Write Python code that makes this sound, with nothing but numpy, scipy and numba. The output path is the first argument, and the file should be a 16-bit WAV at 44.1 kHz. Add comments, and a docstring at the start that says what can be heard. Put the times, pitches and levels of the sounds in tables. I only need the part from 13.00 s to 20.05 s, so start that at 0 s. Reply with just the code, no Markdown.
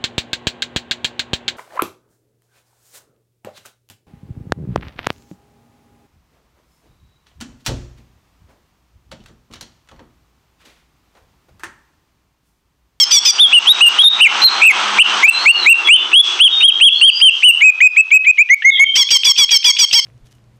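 """A caged leafbird sings close to a phone: three nasal chirps, a long run of slurred, arched and warbled
whistles, then eight more chirps. Both sides of its syrinx sound together for the buzzy chirps, some led
by a snap of the bill; each whistle is one nearly pure voice. A second bird whistles farther off, and a
broad rush, like passing traffic, swells and fades over hum, hiss and air. The room rings after each note.
The phone's fast gain control flattens the notes and lets the background surge back between them."""
import sys
import numpy as np
from scipy import signal
from scipy.fft import rfft, irfft, next_fast_len
from scipy.io import wavfile
from scipy.ndimage import uniform_filter1d, minimum_filter1d, map_coordinates
from numba import njit

SR = 44100
rng = np.random.default_rng(int(sys.argv[2]) if len(sys.argv) > 2 else 0)


def dump(signal):
    """Clip the signal to [-1, 1] and save it as 16-bit WAV at the path in sys.argv[1]."""
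    limited = np.clip(np.atleast_2d(signal).T, -1, 1)
    pcm = np.round(limited * 32767).astype(np.int16)
    wavfile.write(sys.argv[1], SR, pcm)


N = 310905


def amp(db):
    """Decibels to gain."""
    return 10 ** (np.asarray(db) / 20)


def unit(x):
    """Scale to rms 1."""
    return x / np.sqrt(np.mean(x ** 2) + 1e-20)


def along(points, hz):
    """Read (Hz, value) points on a log frequency axis."""
    freqs, values = np.transpose(points)
    return np.interp(np.log(hz + 1), np.log(freqs + 1), values)


def curve(rows):
    """Draw a fader line through (seconds, value) rows, one value per sample."""
    return np.interp(np.arange(N) / SR, *np.transpose(rows))


def wobble(rate, n):
    """A smooth random curve of n samples, with rate knots a second."""
    return map_coordinates(rng.standard_normal(int(n * rate / SR) + 4), [np.arange(n) * rate / SR])


def filtered(x, response):
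    """Equalise x with a gain that depends on frequency."""
    size = next_fast_len(len(x) + 8192)
    return irfft(rfft(x, size) * response(np.fft.rfftfreq(size, 1 / SR)), size)[:len(x)]


def noise(colour, n):
    """Noise of rms 1, coloured by (Hz, dB) points."""
    return unit(filtered(rng.standard_normal(n), lambda hz: amp(along(colour, hz))))


def add(track, start_s, sound):
    """Mix a sound into the track at start_s."""
    i = round(start_s * SR)
    part = sound[max(-i, 0):max(N - i, 0)]
    track[max(i, 0):][:len(part)] += part


def swell(t, rise_s, fall_s):
    """A rounded fade in and out, as when air pressure builds up and is cut off."""
    fade_in = np.sin(np.pi / 2 * np.clip(t / rise_s, 0, 1))
    fade_out = np.sin(np.pi / 2 * np.clip((t[-1] - t) / fall_s, 0, 1))
    return (fade_in * fade_out) ** 2


def contour(t, top_hz, crest_s, scoop_hz, sag_hz, sag_shape):
    """The pitch of a leafbird note: it scoops up, levels off at the top, then sags along sag_shape."""
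    climb = np.clip(1 - t / crest_s, 0, None) ** 1.9
    after = np.clip((t - crest_s) / max(t[-1] - crest_s, 1e-3), 0, 1)
    return top_hz - scoop_hz * climb - abs(sag_hz) * sag_shape(after)


# Nasal chirps. Each row: start and end in seconds, top pitch of the low and of the high voice in Hz,
# time to the top in seconds, relative level in dB, brightening by the open bill in dB per octave.
CHIRP_NOTES = [(-0.04, 0.044, 2290.0, 3320, 0.031, 2.5, 11), (0.094, 0.193, 2434, 3578, 0.024, 3.5, 6.5),
               (0.235, 0.312, 2570, 3600, 0.025, 3.5, 7.0), (5.94, 6.036, 2354, 3392, 0.04, 2, -1),
               (6.089, 6.176, 2393, 3346, 0.025, 2.5, 1.5), (6.23, 6.324, 2424, 3450, 0.019, 2, 2),
               (6.357, 6.451, 2412, 3448, 0.022, -1.5, -0.5), (6.491, 6.578, 2414, 3346, 0.017, 0.5, 2),
               (6.628, 6.717, 2475, 3443, 0.022, 5, 0.0), (6.771, 6.853, 2440.0, 3426, 0.021, 2.5, 3),
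               (6.913, 7.003, 2360, 3293, 0.043, 5.5, 4)]
# Partials of two voices modulating each other. Each row: multiple of the low voice, of the high voice.
VOICE_BLENDS = [(-1, 1), (1, 0), (0, 1), (2, 0), (1, 1), (0, 2), (2, 1), (1, 2), (0, 3), (2, 2), (1, 3),
                (0, 4)]
# The tone of throat and bill. Each row: frequency in Hz, gain in dB.
THROAT_EQ = [(1100, -31), (1700, -18), (2300, -13), (3280, 1), (3700, -8.5), (4400, -13.5), (4850, -1),
             (5450, -2.5), (5950, -7), (6550, -13), (7100, -16.5), (7800, -11.5), (9000, -37.5),
             (13000, -43.5)]


def chirps(scoop=0.36, low_sag=0.12, high_sag=0.064, jitter=0.005, lead_s=0.009, fall_s=0.0096):
    """Both sides of the syrinx glide near a fifth apart; their sum and difference tones make the buzz."""
    out = np.zeros(N)
    slide = lambda u: u + 0.55 * u ** 10  # a steady sag with a last quick drop
    for start, end, low_hz, high_hz, crest_s, db, bright_db in CHIRP_NOTES:
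        t = np.arange(int((end - start - lead_s + 0.002) * SR)) / SR
        voices = []
        for hz, sag in [(low_hz, low_sag), (high_hz, high_sag)]:
            pitch = contour(t, hz, crest_s, scoop * hz, sag * hz, slide)
            voices.append(pitch * (1 + jitter * wobble(500, len(t))))
        partial_hz = np.array(VOICE_BLENDS) @ np.array(voices)
        flutter_db = 3.5 * np.array([wobble(125.6, len(t)) for _ in VOICE_BLENDS])
        tilt_db = bright_db * np.log2(np.clip(partial_hz, 500, 5800) / 4000)
        partial_db = along(THROAT_EQ, partial_hz) + tilt_db + flutter_db
        phase = 2 * np.pi * (np.cumsum(partial_hz, axis=1) / SR + rng.random((len(VOICE_BLENDS), 1)))
        buzz = np.sum(amp(partial_db) * np.sin(phase), axis=0) * swell(t, 0.051, fall_s)
        # the membranes rasp before they lock onto their pitch; a little steady breath lies underneath
        rasp_gain = amp(-16 - 60 * t / 0.96) + amp(-30)
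        rasp = rasp_gain * noise(THROAT_EQ, len(t)) * swell(t, 0.025, fall_s)
        add(out, start + lead_s, amp(db) * (buzz + rasp))
    return out


# The rush swells, passes and begins to return. Each row: time in seconds, level in dB.
RUSH_FADER = [(0, -23), (1, -17.5), (2.1, -13.5), (2.45, -18), (3.6, -28.5), (4, -37.5), (4.7, -33),
              (5.5, -52.5), (7.05, -46)]
# The colour of the rush. Each row: frequency in Hz, relative level in dB.
RUSH_EQ = [(110, -45), (165, -27.5), (208, -26.5), (245, -20), (370, -12.5), (530, -17.5), (800, -3.5),
           (1300, 0.5), (1900, -8.5), (3200, -2), (4500, -14.5), (6300, -14), (8300, -20.5), (9300, -63)]


def rush():
    """A broad, gently wavering wash of noise, like passing traffic."""
    return amp(curve(RUSH_FADER) + wobble(8.43, N)) * noise(RUSH_EQ, N)


def hum(pitch_hz=209):
    """A low, unsteady tone that rides the rush's fader with a wider swing."""
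    level_db = 1.48 * curve(RUSH_FADER) - 20 + 3 * wobble(6.1, N)
    pitch = pitch_hz + 3 * wobble(16, N)
    return amp(level_db) * np.sin(2 * np.pi * np.cumsum(pitch) / SR)


# The hiss comes and goes. Each row: time in seconds, level in dB.
HISS_FADER = [(0, -29), (.9, -19.5), (1.3, -42.5), (3.5, -35), (4.4, -27.5), (4.7, -42.5)]
# The colour of the hiss. Each row: frequency in Hz, relative level in dB.
HISS_EQ = [(1200, -39), (2800, 15.5), (4300, 1), (6200, 4), (7200, -0.5), (8300, -5), (9500, -56),
           (14000, -35)]


def hiss(puff_s=3.21, puff_db=-13, puff_rise_s=0.036, fade_db_per_s=81):
    """A thin, wavering hiss with one short puff."""
    since = np.maximum(np.arange(N) / SR - puff_s, 0)
    puff = amp(puff_db - fade_db_per_s * since) * np.minimum(since / puff_rise_s, 1) ** 2
    bed = amp(curve(HISS_FADER) + wobble(10, N))
    return (bed + puff) * noise(HISS_EQ, N)


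# The murmur of air rises and sinks away. Each row: time in seconds, level in dB.
AIR_FADER = [(0, -54), (1.8, -49.5), (2.6, -32), (3.5, -38), (5.2, -62.5), (7.05, -69)]


def air():
    """A faint murmur of air, strongest in the low mids."""
    colour = [(30, -29.5), (230, -28), (330, 5.5), (480, -2.5), (650, -11), (1200, -0.5), (1700, -3.5),
              (3000, -24.5), (12000, -43)]
    return amp(curve(AIR_FADER)) * noise(colour, N)


# Bill snaps just ahead of a chirp. Each row: start in seconds, relative level in dB.
BILL_SNAPS = [(0.236, -12), (6.089, -2), (6.234, 0.5), (6.362, -1), (6.492, -2), (6.629, -6), (6.767, -1),
              (6.911, -3.5)]


def bill_snaps(t60_s=0.039):
    """The bill clicks shut: a tiny, bright burst of noise."""
    out, t = np.zeros(N), np.arange(SR // 40) / SR
    for start, db in BILL_SNAPS:
        click = noise([(1500, -41), (2500, 12), (3400, 11.5), (4500, -14), (9000, -26)], len(t))
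        add(out, start, amp(db - 60 * t / t60_s) * click * swell(t, 0.00062, 0.0039))
    return out


# Faint overtones of the phone's overload. Each row: harmonic number, level against the note in dB.
OVERLOAD_OVERTONES = [(2, -50.5), (3, -30), (4, -51.5), (5, -31.5)]


def whistle(note, sag_shape, warble_depth_hz, warble_hz=88, kink_hz=23, jitter_hz=16, lead_s=0.007):
    """One side of the syrinx swells from a short rasp into a nearly pure note; returns start and sound."""
    start, end, top_hz, crest_s, scoop_hz, sag_hz, db, rise_s = note
    n = int((end - start + lead_s) * SR)
    t = np.arange(n) / SR
    pitch = contour(t - lead_s, top_hz, crest_s, scoop_hz, sag_hz, sag_shape)
    warble_rate = warble_hz * (1 + 0.28 * wobble(69.4, n))
    warble = np.sin(2 * np.pi * np.cumsum(warble_rate) / SR)
    pitch += warble_depth_hz * warble * amp(2 * wobble(38, n))
    # strain grows with pitch and makes a note kink, jitter and rasp
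    strain = (top_hz / 3000) ** 3
    pitch += strain * (kink_hz * wobble(110.1, n) + jitter_hz * wobble(392, n))
    phase = 2 * np.pi * np.cumsum(pitch) / SR
    # pressure follows pitch: the note weakens as it falls below its top
    follow_db = 32.5 * np.log2(pitch / top_hz)
    attack_db = -36 * np.clip(1 - t / rise_s, 0, 1) ** 2
    envelope = amp(follow_db + attack_db + 5.7 * wobble(69.2, n))
    # faint overload overtones and a flickering sizzle on the loudest part of each whistle
    overtones = sum(amp(level + 9.4 * wobble(78.9, n)) * np.sin(round(k) * phase)
                    for k, level in OVERLOAD_OVERTONES)
    sizzle = amp(-43 + 5 * wobble(65, n)) * noise([(1000, -4), (4000, -4.5), (8500, -9), (14000, -1)], n)
    tone = envelope * (np.sin(phase) + np.minimum(envelope, 1) * (overtones + sizzle))
    rasp = noise([(500, -29.5), (1500, -3), (2800, 18), (4000, -4), (7000, -47), (12000, -55)], n)
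    rasp *= strain * amp(-34 - 60 * t / 0.049)
    return start - lead_s, amp(db) * (tone + rasp) * swell(t, 0.0021, 0.0063)


# Slurred whistles; the last overlaps an arch, from the other side of the syrinx.
# Each row: start and end in seconds, top pitch in Hz, time to the top in seconds, scoop up to it in Hz,
# sag after it in Hz, relative level in dB, swell time in seconds.
SLUR_NOTES = [(0.386, .477, 3670, 0.037, 861, 398, -6, 0.026),
              (0.524, 0.593, 3028, 0.025, 731, 219, -2, 0.041),
              (.811, 0.89, 2933, 0.019, 337, 126.4, -7.5, 0.011),
              (0.996, 1.09, 3833, 0.038, 127, 173, 1, 0.13)]


def slurs(quiver_hz=18):
    """Whistles that flick up, drop at once and settle."""
    out = np.zeros(N)
    settle = lambda u: 1 - (1 - u) ** 3
    for note in SLUR_NOTES:
        add(out, *whistle(note, settle, quiver_hz))
    return out


# Arched whistles. Each row: start and end in seconds, top pitch in Hz, time to the top in seconds,
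# scoop in Hz, sag in Hz, relative level in dB, swell time in seconds.
ARCH_NOTES = [(0.666, 0.73, 3776, 0.056, 899, 30.3, -5.5, 0.034),
              (0.986, 1.027, 3380, 0.023, 484, 300, -11.0, 0.028),
              (1.413, 1.491, 4200, 0.031, 281, 390, -11, 0.066),
              (2.231, 2.302, 2742, 0.083, 679, 29.6, -1, 0.017),
              (2.457, 2.518, 2818, 0.059, 761, 198, 0.5, 0.025),
              (2.653, 2.735, 2774, 0.066, 910, 288, 4, 0.059),
              (2.879, 2.968, 3093, 0.081, 1127, 414, 6, 0.04),
              (3.123, 3.216, 3413, 0.078, 1014, 30.0, 0.5, 0.029),
              (3.397, 3.485, 3316, 0.039, 859, 620.0, -1, 0.02),
              (3.612, 3.711, 3310, 0.056, 844, 820, 1.0, 0.047),
              (3.807, 3.895, 3345, 0.045, 853, 840, 1.5, 0.025),
              (4.017, 4.106, 3250, 0.054, 459, 753, -1, 0.01),
              (4.208, 4.301, 3186, 0.022, 726, 525, 1, 0.038),
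              (4.43, 4.515, 2972, 0.026, 639, 386, -1, 0.022),
              (4.613, 4.706, 2551, 0.043, 487, 153, 6.0, 0.074),
              (4.81, 4.879, 2523, 0.025, 442, 27.78, 4.5, 0.054),
              (4.968, 5.016, 2589, 0.02, 412, 39.5, 3.5, 0.046),
              (5.111, 5.179, 2565, 0.04, 442, 61.7, 3.5, 0.044),
              (5.253, 5.316, 2512, 0.053, 437, 29.5, 5.5, 0.084),
              (5.38, 5.433, 2561, 0.06, 450, 30.0, 2, 0.04),
              (5.494, 5.548, 2338, 0.081, 417, 30.2, 0.5, 0.055),
              (5.628, 5.707, 2179, 0.055, 380, 30.6, 7.5, 0.18),
              (5.778, 5.847, 2225, 0.055, 209, 95, -3.5, 0.057)]


def arches(quiver_hz=8):
    """Whistles that climb, hold their top and drop late."""
    out = np.zeros(N)
    late_drop = lambda u: u ** 2.52
    for note in ARCH_NOTES:
        add(out, *whistle(note, late_drop, quiver_hz))
    return out


# Warbled whistles. 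Each row: start and end in seconds, top pitch in Hz, time to the top in seconds,
# scoop in Hz, sag in Hz, relative level in dB, swell time in seconds, warble depth in Hz.
WARBLE_NOTES = [(1.19, 1.278, 2924, 0.04, 896, 760, 0, 0.058, 135),
                (1.606, 1.72, 2668, .066, 433, 600, -9.5, 0.033, 119),
                (1.98, 2.03, 2993, 0.039, 1110, 300, -2, 0.024, 85)]


def warbles():
    """Whistles with a fast, deep shake that step down after their top."""
    out = np.zeros(N)
    step_down = lambda u: np.sin(np.pi / 2 * u) ** 2
    for *note, depth_hz in WARBLE_NOTES:
        add(out, *whistle(note, step_down, depth_hz))
    return out


# The farther bird's calls. Each row: start and end in seconds, pitch in Hz at the start, midway and
# at the end, relative level in dB.
FAR_NOTES = [(2.287, 2.389, 4134, 4080, 4107, -10.5), (2.371, 2.669, 4142, 4373, 3676, -11),
             (2.841, 2.983, 3415, 3346, 3645, -3), (3.501, 3.651, 3710, 3700, 3785, -6),
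             (3.943, 4.232, 4174, 4690, 4885, -12), (5.685, 5.793, 3877, 3334, 3200, -2),
             (5.809, 5.943, 3200, 3145, 3170, -1)]


def far_bird(rise_s=0.014, fade_s=0.02, jitter_hz=18):
    """Thin, drawn-out whistles from across the room, each one smooth bend."""
    out = np.zeros(N)
    for start, end, *pitches, db in FAR_NOTES:
        t = np.arange(int((end - start) * SR)) / SR
        bend = np.polyval(np.polyfit([0, 0.5, 1], pitches, 2), t / t[-1])
        pitch = bend + jitter_hz * wobble(200, len(t))
        add(out, start, amp(db) * np.sin(2 * np.pi * np.cumsum(pitch) / SR) * swell(t, rise_s, fade_s))
    return out


# How long the room rings. Each row: frequency in Hz, time to fall 60 dB in seconds.
ROOM_DECAY = [(300, 0.26), (2500, 0.23), (4000, 0.43), (6000, 0.25), (9000, 0.29), (14000, 0.48)]
# The ring is dull, with almost nothing above 9 kHz. Each row: frequency in Hz, gain in dB.
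ROOM_EQ = [(3300, -0.5), (4800, -1), (5600, -1.5), (6500, 1.5), (7500, -9.5), (8300, -1), (9300, -33.5),
           (14000, -28.5)]


def room(send, predelay_s=0.006, tails=3, cycle_s=1.1):
    """Diffuse ring; the paths change as the bird moves, so several tails fade into each other."""
    ring = np.zeros(N)
    pose = 2 * np.pi * np.arange(N) / SR / cycle_s
    for i in range(tails):
        hz, t, spectrum = signal.stft(rng.standard_normal(SR // 2), SR, nperseg=256)
        decay = amp(-60 * t / along(ROOM_DECAY, hz)[:, None])
        tail = signal.istft(spectrum * decay, SR, nperseg=256)[1]
        tail = np.pad(tail / np.linalg.norm(tail), (int(predelay_s * SR), 0))
        crossfade = np.cos(pose + np.pi * i / tails)
        ring += signal.fftconvolve(send * crossfade, tail)[:N]
    return filtered(ring * np.sqrt(2 / tails), lambda hz: amp(along(ROOM_EQ, hz)))


def scene():
    """The mono mix: the near bird mostly dry, the far one mostly room, over the background beds."""
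    whistles = arches() + slurs() + warbles()
    near = amp(21) * whistles + amp(9.5) * chirps() + amp(-4) * bill_snaps()
    far = amp(-3.5) * far_bird()
    ring = room(amp(-17) * near + amp(1.5) * far)
    background = hum() + rush() + hiss() + air()
    return (near + amp(-4.5) * far + ring + background)[None]


@njit
def recover(cut, keep):
    """A gain cut takes hold at once and lets go gradually."""
    out = cut.copy()
    for i in range(1, len(out)):
        out[i] = max(cut[i], out[i - 1] * keep)
    return out


def gain_control(x, ceiling_db=1.65, release_s=0.042):
    """The phone ducks the whole mix when a peak passes the ceiling, then quickly lets it back up."""
    peak = uniform_filter1d(-minimum_filter1d(-np.abs(x), SR // 700), SR // 700)
    over_db = np.maximum(20 * np.log10(np.abs(peak) + 1e-9) - ceiling_db, 0)
    cut_db = recover(over_db, np.exp(-1 / (release_s * SR)))
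    return x * amp(-uniform_filter1d(cut_db, SR // 400))


def overload(x, clip_level=0.82, skew=0.018):
    """Slightly lopsided soft clipping, oversampled four times."""
    fine = signal.resample_poly(x, 4, 1)
    clipped = fine / (1 + np.abs(fine / clip_level) ** 8) ** (1 / 8)
    return signal.resample_poly(clipped + skew * clipped ** 2, 1, 4)


# The phone's uneven treble. Each row: frequency in Hz, gain in dB.
PHONE_EQ = [(6200, -1.5), (7100, -10), (8200, -3), (10000, -6.5), (11600, -4.5), (12800, -8), (14400, 1.5)]


def record(dry, low_cut_hz=30, top_hz=14300):
    """The phone's chain: gain control, overload, treble colour and band limits."""
    x = overload(gain_control(dry[0]))
    x = filtered(x, lambda hz: amp(along(PHONE_EQ, hz)) * hz / np.hypot(hz, low_cut_hz))
    return filtered(x, lambda hz: 1 / (1 + (hz / top_hz) ** 300))[None]


dry = scene()
out = record(dry)
dump(out)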